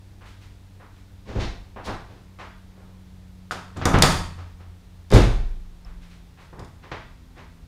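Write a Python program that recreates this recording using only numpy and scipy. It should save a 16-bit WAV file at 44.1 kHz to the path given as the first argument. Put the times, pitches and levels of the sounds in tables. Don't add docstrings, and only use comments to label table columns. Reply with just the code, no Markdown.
import sys
import numpy as np
from scipy import signal
from scipy.fft import rfft, irfft
from scipy.io import wavfile
from scipy.ndimage import uniform_filter1d

SR = 44100
rng = np.random.default_rng(int(sys.argv[2]) if len(sys.argv) > 2 else 0)


def unload_audio(sound):
    columns = np.transpose(np.atleast_2d(sound))
    steps = np.round(np.clip(columns, -1, 1) * 32767)
    wavfile.write(sys.argv[1], SR, steps.astype(np.int16))


N = 338247
TIME = np.arange(N) / SR

HUM_DB = [-53.5, -60.5, -69.5]
# f/Hz, width/Hz, lift/dB
STANDING_WAVES = [(83, 1.5, 6), (90.94, 3, 8), (95.8, 3.6, 7), (165.6, 5.3, 11), (174.15, 2, 9),
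                  (184.24, 9.5, 12), (252, 7, 13), (286, 11, 7.5)]
# f/Hz, level/dB
AIR_SPECTRUM = [(180, -47), (300, -6.5), (453, -8), (674, -11.5), (922, -11.5), (1120, -14.5), (1970, -17),
                (3020, -19.5), (3630, -18), (15500, -34.5)]
RUMBLE_SPECTRUM = [(5, -28), (18, -11.5), (27, -3.5), (42, -0.5), (58, 0), (75, -6.5), (130, -12.5),
                   (220, -20), (320, -25.5), (700, -52.5)]
# f/Hz, t60/s
GARAGE_DECAY = [(40, 0.81), (120, .52), (400, 0.39), (1000, 0.51), (4000, 0.51), (8000, 0.45),
                (15000, 0.43)]

# t/s, level/dB, cutoff/Hz
SCUFFS = [(.207, -48, 5000), (.797, -47, 2000), (2.386, -37.5, 6000), (5.849, -52, 6000),
          (6.372, -49.5, 5000)]
# t/s, level/dB
RUSTLES = [(.245, -53), (.4, -55.5), (.94, -63), (6.005, -56.5), (6.09, -56.5), (6.39, -57)]
# f/Hz, level/dB
SHOE_TONE = [(110, -15), (350, -5), (1100, 1), (3500, -11.5)]
CLOTH_TONE = [(110, -1), (350, -11), (1100, -2), (3500, -1.5)]
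MOVEMENT_COLOUR = [(20, -50), (110, -9.5), (1100, -1.5), (1900, 2), (3500, 1.5), (7000, -5.5), (15500, -17)]

# t/s, rise/s, fade/s, thump/dB, clack/dB, clack cutoff/Hz
DOOR_KNOCKS = [ (1.243, 0.044, 0.056, -35.5, -43, 15000), (1.344, .017, 0.011, -27.5, -43.5, 15000),
               (1.380, 0.022, 0.029, -33.5, -34.5, 6000), (1.760, 0.0012, 0.029, -61, -37, 1680),
               (1.846, 0.03, 0.023, -34, -29, 1600), (2.060, .038, 0.094, -49.5, -54, 9000),
               (2.700, .08, .15, -50.5, -53.5, 1870), (5.102, 0.0082, 0.011, -29, -36, 7000),
               (5.122, .0031, 0.015, -13, -26, 10100), (5.140, 0.022, .011, -15.5, -23, 12000),
               (5.230, .02, 0.13, -37.5, -41, 12000)]
RELEASE_KNOCKS = [ (3.512, 0.0092, 0.037, -45.5, -34, 14940), (3.754, .014, 0.09, -31.5, -40, 15260),
                  (3.813, .002, .036, -35.5, -32, 4480), (3.854, 0.002, .04, -20, -19, 1630),
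                  (3.927, .018, 0.034, -15.5, -19, 3500), (4.0225, 0.0011, .0033, -26.5, -24.5, 12000),
                  (4.028, 0.0068, 0.029, -21, -17.5, 12000), (4.100, 0.028, 0.066, -33.5, -36.5, 10000),
                  (4.365, 0.024, 0.045, -49.5, -46.5, 10050), (4.590, 0.019, 0.038, -53.5, -53, 4000)]
LID_KNOCKS = [ (6.526, 0.0042, 0.027, -48, -44, 1100), (6.563, 0.03, 0.042, -38, -41.5, 1410),
              (6.815, 0.025, 0.03, -66, -46.5, 9050), (6.912, 0.0069, 0.012, -39.5, -33.5, 6000),
              (7.345, 0.039, 0.036, -50, -45.5, 14870)]
# f/Hz, level/dB
DOOR_THUMP = [(110, -1), (200, -3), (380, 0), (1100, -14.5), (3500, -24.5)]
DOOR_CLACK = [(110, -9), (350, -6), (1100, -0.5), (3500, -4)]
LID_THUMP = [(30, -3), (90, 0.5), (350, -5), (1100, -16), (3500, -28.5)]
LID_CLACK = [(110, -16), (350, -6.5), (1100, -1), (3500, -7)]
# t/s, level/dB, cutoff/Hz
CATCH_RUBS = [(1.385, -35.5, 7500), (1.832, -38.5, 15000)]
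# f/Hz, level/dB
CATCH_TONE = [(500, -22), (2000, -8.5), (4200, 1.5), (7000, 0), (9000, 6)]
# t/s, level/dB, fade/s, part f/Hz
LATCH_CLICKS = [(1.854, -58, 0.036, 10700), (3.512, -45.5, 0.028, 4870), (3.769, -57.5, .0082, 7400),
                (3.8537, -31.5, 0.0066, 6000), (3.986, -42, .004, 6100), (4.022, -20, .0057, 4700),
                (4.11, -41.5, 0.079, 4900), (5.103, -54, .004, 4900), (5.1155, -46, 0.0035, 4930),
                (5.135, -33.5, 0.072, 4200), (6.593, -60, 0.0084, 5000), (6.646, -65, .008, 5220)]

# f/Hz, level/dB
BODY_COLOUR = [(4, -40), (18, -1.5), (30, -2.5), (60, -0.5), (110, -0.5), (3500, -0.5), (6500, -6.5),
               (8500, -17), (12000, -25.5), (15500, -25.5)]
LATCH_COLOUR = [(200, -40), (1000, -18.5), (1800, -5), (2800, -10), (3500, -1), (4100, -6.5), (5000, -5.5),
                (7000, -3.5), (7700, -6.5), (8500, -5), (11500, -10), (15500, -20.5)]
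LID_COLOUR = [(4, -51), (30, -9), (110, 5), (250, -1.5), (420, 3), (570, -0.5), (1050, 2.5), (1400, -0.5),
              (1900, 4), (2800, 0.5), (3700, -0.5), (6500, -8.5), (9000, -20), (15500, -26)]
# f/Hz, width/Hz, lift/dB
DOOR_PANELS = [(108, 15, 5), (181, 27, 2), (339, 42, -1.5), (403, 17, 0.5), (503.7, 8.7, 4), (810, 230, 2),
               (1230, 92, -0.5), (1680, 83, 1), (3610, 65, 3.5)]
LATCH_STEEL = [(3550, 130, 5), (3720, 120, 3), (4650, 130, 4), (4920, 130, 4), (5270, 130, 3),
               (6990, 220, 6), (8300, 250, 3), (9740, 160, 3)]
LID_PANELS = [(139, 11, 3.6), (173.6, 14, 7), (262, 74, 2), (427, 19, 3), (532, 15, 1.2), (705, 29, 3.7),
              (775, 61, 3.3), (945, 45, 3), (1160, 87, 2.5), (1300, 130, 5), (1570, 82, 2.5),
              (1750, 110, 1.8), (2070, 21, 2)]
# f/Hz, level after swell/dB, t60/s
DOOR_OPEN_MODES = [(47.2, -23.5, 0.74), (127, -29, .3), (204.3, -43, 0.27)]
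LEVER_MODES = [(1400, -17.5, 0.019), (1420, -40, 0.019), (1264, -28, 0.047), (765, -34, 0.061),
               (1297, -44.5, .32), (1527, -44, .27)]
LID_MODES = [(86.5, -26, 2.57), (178, -30, 0.58), (99.7, -18.5, 0.38), (65, -27.5, .45)]
DOOR_SHUT_MODES = [(45.5, -6.5, 0.87), (118.8, -11, 0.47)]
CABIN_MODES = [(27.17, -20.5, 0.8)]
FLOOR_MODES = [(28.86, -32.5, 0.82), (48.6, -35, 0.6)]
PING_MODES = [(5280, -43, 0.015)]
# delay/s, level/dB
CAR_BOUNCES = [(.0046, -10), (.0095, -10), (0.0124, -6)]


def amp(db):
    return 10 ** (np.asarray(db) / 20)


def unit(x):
    return x / np.sqrt(np.mean(x ** 2) + 1e-20)


def read(points, hz):
    f, value = np.transpose(points)
    return np.interp(np.log(hz + 1), np.log(f + 1), value)


def lift_db(resonances, hz):
    return sum(db / (1 + (2 * (hz - f) / width) ** 2) for f, width, db in resonances)


def soft_db(cutoff_hz, hz):
    return -10 * np.log10(1 + (hz / cutoff_hz) ** 4)


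def add(mix, start_s, sound):
    part = mix[round(start_s * SR):][:len(sound)]
    part += sound[:len(part)]


def noise(spectrum):
    gain = amp(read(spectrum, np.fft.rfftfreq(N, 1 / SR)))
    return unit(irfft(rfft(rng.standard_normal(N)) * gain, N))


def colour(x, level_db, size=8192):
    hz = np.fft.rfftfreq(size, 1 / SR)
    gain = amp(level_db(hz)) * np.sqrt(SR / 2 / (hz + 10))
    cepstrum = irfft(np.log(gain))
    cepstrum[1:size // 2] *= 2
    cepstrum[size // 2 + 1:] = 0
    return signal.fftconvolve(x, irfft(np.exp(rfft(cepstrum))))


def contact(rise_s, fade_s):
    t = np.arange(SR // 2) / SR
    envelope = np.minimum(t / rise_s, 1) * np.exp(-np.maximum(t - rise_s, 0) / fade_s)
    force = envelope * rng.standard_normal(len(t))
    for _ in range(2):
        flat_spectrum = np.exp(1j * np.angle(rfft(force)))
        force = irfft(flat_spectrum, len(t)) * np.sqrt(envelope)
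    return unit(force) * np.sqrt(1 / 12)


def blows(events, spectrum, resonances=()):
    out = np.zeros(N)
    for start_s, rise_s, fade_s, tone_db in events:
        force = contact(rise_s, fade_s)
        blow = colour(force, lambda hz: tone_db(hz) + read(spectrum, hz) + lift_db(resonances, hz))
        add(out, start_s, blow)
    return out


def strokes(rows, spectrum, rise_s, fade_s):
    def tone(db, cutoff_hz=np.inf):
        return lambda hz: db + read(spectrum, hz) + soft_db(cutoff_hz, hz)
    return [(start_s, rise_s, fade_s, tone(*stroke)) for start_s, *stroke in rows]


def knocks(rows, thump, clack):
    def tone(thump_db, clack_db, cutoff_hz):
        def level_db(hz):
            low = amp(thump_db + read(thump, hz))
            hard = amp(clack_db + read(clack, hz) + soft_db(cutoff_hz, hz))
            return 20 * np.log10(np.hypot(low, hard))
        return level_db
    return [(start_s, rise_s, fade_s, tone(*blow)) for start_s, rise_s, fade_s, *blow in rows]


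def ring(modes, start_s, swell_s):
    out, t = np.zeros(N), TIME[:2 * SR]
    tones = sum(amp(db - 60 * (t - swell_s) / t60_s) * np.sin(2 * np.pi * hz * t)
                for hz, db, t60_s in modes)
    add(out, start_s, tones * np.minimum(t / swell_s, 1) ** 2)
    return out


def motor(start_hz=96.15, sag_hz_per_s=0.77, sag_hz_per_s2=0.12):
    pitch_hz = start_hz - sag_hz_per_s * TIME - sag_hz_per_s2 * TIME ** 2
    turns = np.cumsum(pitch_hz) / SR
    waver_db = 0.53 * noise([(0, 6.5), (4, -19), (20, -58.5), (60, -140)])
    hum = np.zeros(N)
    for k, db in enumerate(HUM_DB, 1):
        gain = amp(db + lift_db(STANDING_WAVES, k * pitch_hz) + waver_db)
        hum += gain * np.sin(2 * np.pi * (k * turns + rng.random()))
    return hum


def room_noise():
    return amp(-60.5) * noise(AIR_SPECTRUM) + amp(-48.5) * noise(RUMBLE_SPECTRUM)


def shoes_and_clothes():
    shoes = strokes(SCUFFS, SHOE_TONE, rise_s=0.0027, fade_s=0.039)
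    clothes = strokes(RUSTLES, CLOTH_TONE, rise_s=0.015, fade_s=0.034)
    return blows(shoes + clothes, MOVEMENT_COLOUR)


def garage(x, taps_per_s=5000, smooth_hz=70, length_s=0.9):
    taps = rng.choice([-1., 1.], SR) * (rng.random(SR) < taps_per_s / SR)
    hz, t, bands = signal.stft(taps, SR, nperseg=256)
    decay = amp(-60 * t / read(GARAGE_DECAY, hz)[:, None])
    tail = signal.istft(bands * decay, SR, nperseg=256)[1][:SR]
    build_up = np.clip((TIME[:SR] - 0.002) / 0.0034, 0, 1)
    spectrum = rfft(tail * build_up)
    spectrum /= np.sqrt(uniform_filter1d(abs(spectrum) ** 2, smooth_hz))
    tail = irfft(spectrum, SR) * build_up * (TIME[:SR] < length_s)
    return signal.fftconvolve(x, tail / np.linalg.norm(tail))[:N]


def car_door():
    rubs = strokes(CATCH_RUBS, CATCH_TONE, rise_s=0.022, fade_s=0.02)
    return blows(knocks(DOOR_KNOCKS, DOOR_THUMP, DOOR_CLACK) + rubs, BODY_COLOUR, DOOR_PANELS)


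def low_booms():
    door = ring(DOOR_OPEN_MODES, start_s=1.356, swell_s=0.011)
    lid = ring(LID_MODES, start_s=3.94, swell_s=0.014)
    floor = ring(FLOOR_MODES, start_s=5.82, swell_s=0.074)
    return door + lid + floor


def latches(part_width_hz=1100, part_db=7, rise_s=0.0008):
    out = np.zeros(N)
    for start_s, db, fade_s, part_hz in LATCH_CLICKS:
        resonances = list(LATCH_STEEL) + [(part_hz, part_width_hz, part_db)]
        force = contact(rise_s, fade_s)
        click = colour(force, lambda hz: db + read(LATCH_COLOUR, hz) + lift_db(resonances, hz))
        add(out, start_s, click)
    return out


def release_lever():
    return ring(LEVER_MODES, start_s=3.5101, swell_s=0.00018)


def bounced(x):
    out = x.copy()
    for delay_s, db in CAR_BOUNCES:
        add(out, delay_s, amp(db) * x)
    return out


def lid_release():
    return blows(knocks(RELEASE_KNOCKS, LID_THUMP, LID_CLACK), BODY_COLOUR, LID_PANELS)


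def door_slam(start_s=5.137):
    return ring(DOOR_SHUT_MODES, start_s, swell_s=0.00018) + ring(CABIN_MODES, start_s, swell_s=0.33)


def ping():
    return ring(PING_MODES, start_s=5.848, swell_s=0.001)


def lid_lift():
    return blows(knocks(LID_KNOCKS, LID_THUMP, LID_CLACK), LID_COLOUR)


def scene():
    door, release, lid = car_door(), lid_release(), lid_lift()
    movement, clicks, lever = shoes_and_clothes(), latches(), release_lever()
    direct = (amp(-9) * door + amp(-4) * release + amp(-6.5) * lid + amp(-10) * movement
              + amp(2.5) * clicks + bounced(lever) + ping())
    reflected = garage(amp(-1) * door) + garage(amp(-3) * release)
    reflected += garage(amp(-3) * lid + amp(-0.6) * movement)
    reflected += garage(amp(-1) * clicks + amp(-7) * lever)
    return (direct + reflected + door_slam() + low_booms() + motor() + room_noise())[None]


def record(dry):
    cutoff_hz = 15650
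    lowpass = signal.firwin(255, cutoff_hz, window=("kaiser", 9), fs=SR)
    return signal.oaconvolve(np.clip(dry, -1, 1), lowpass[None], "same")


dry = scene()
out = record(dry)
unload_audio(out)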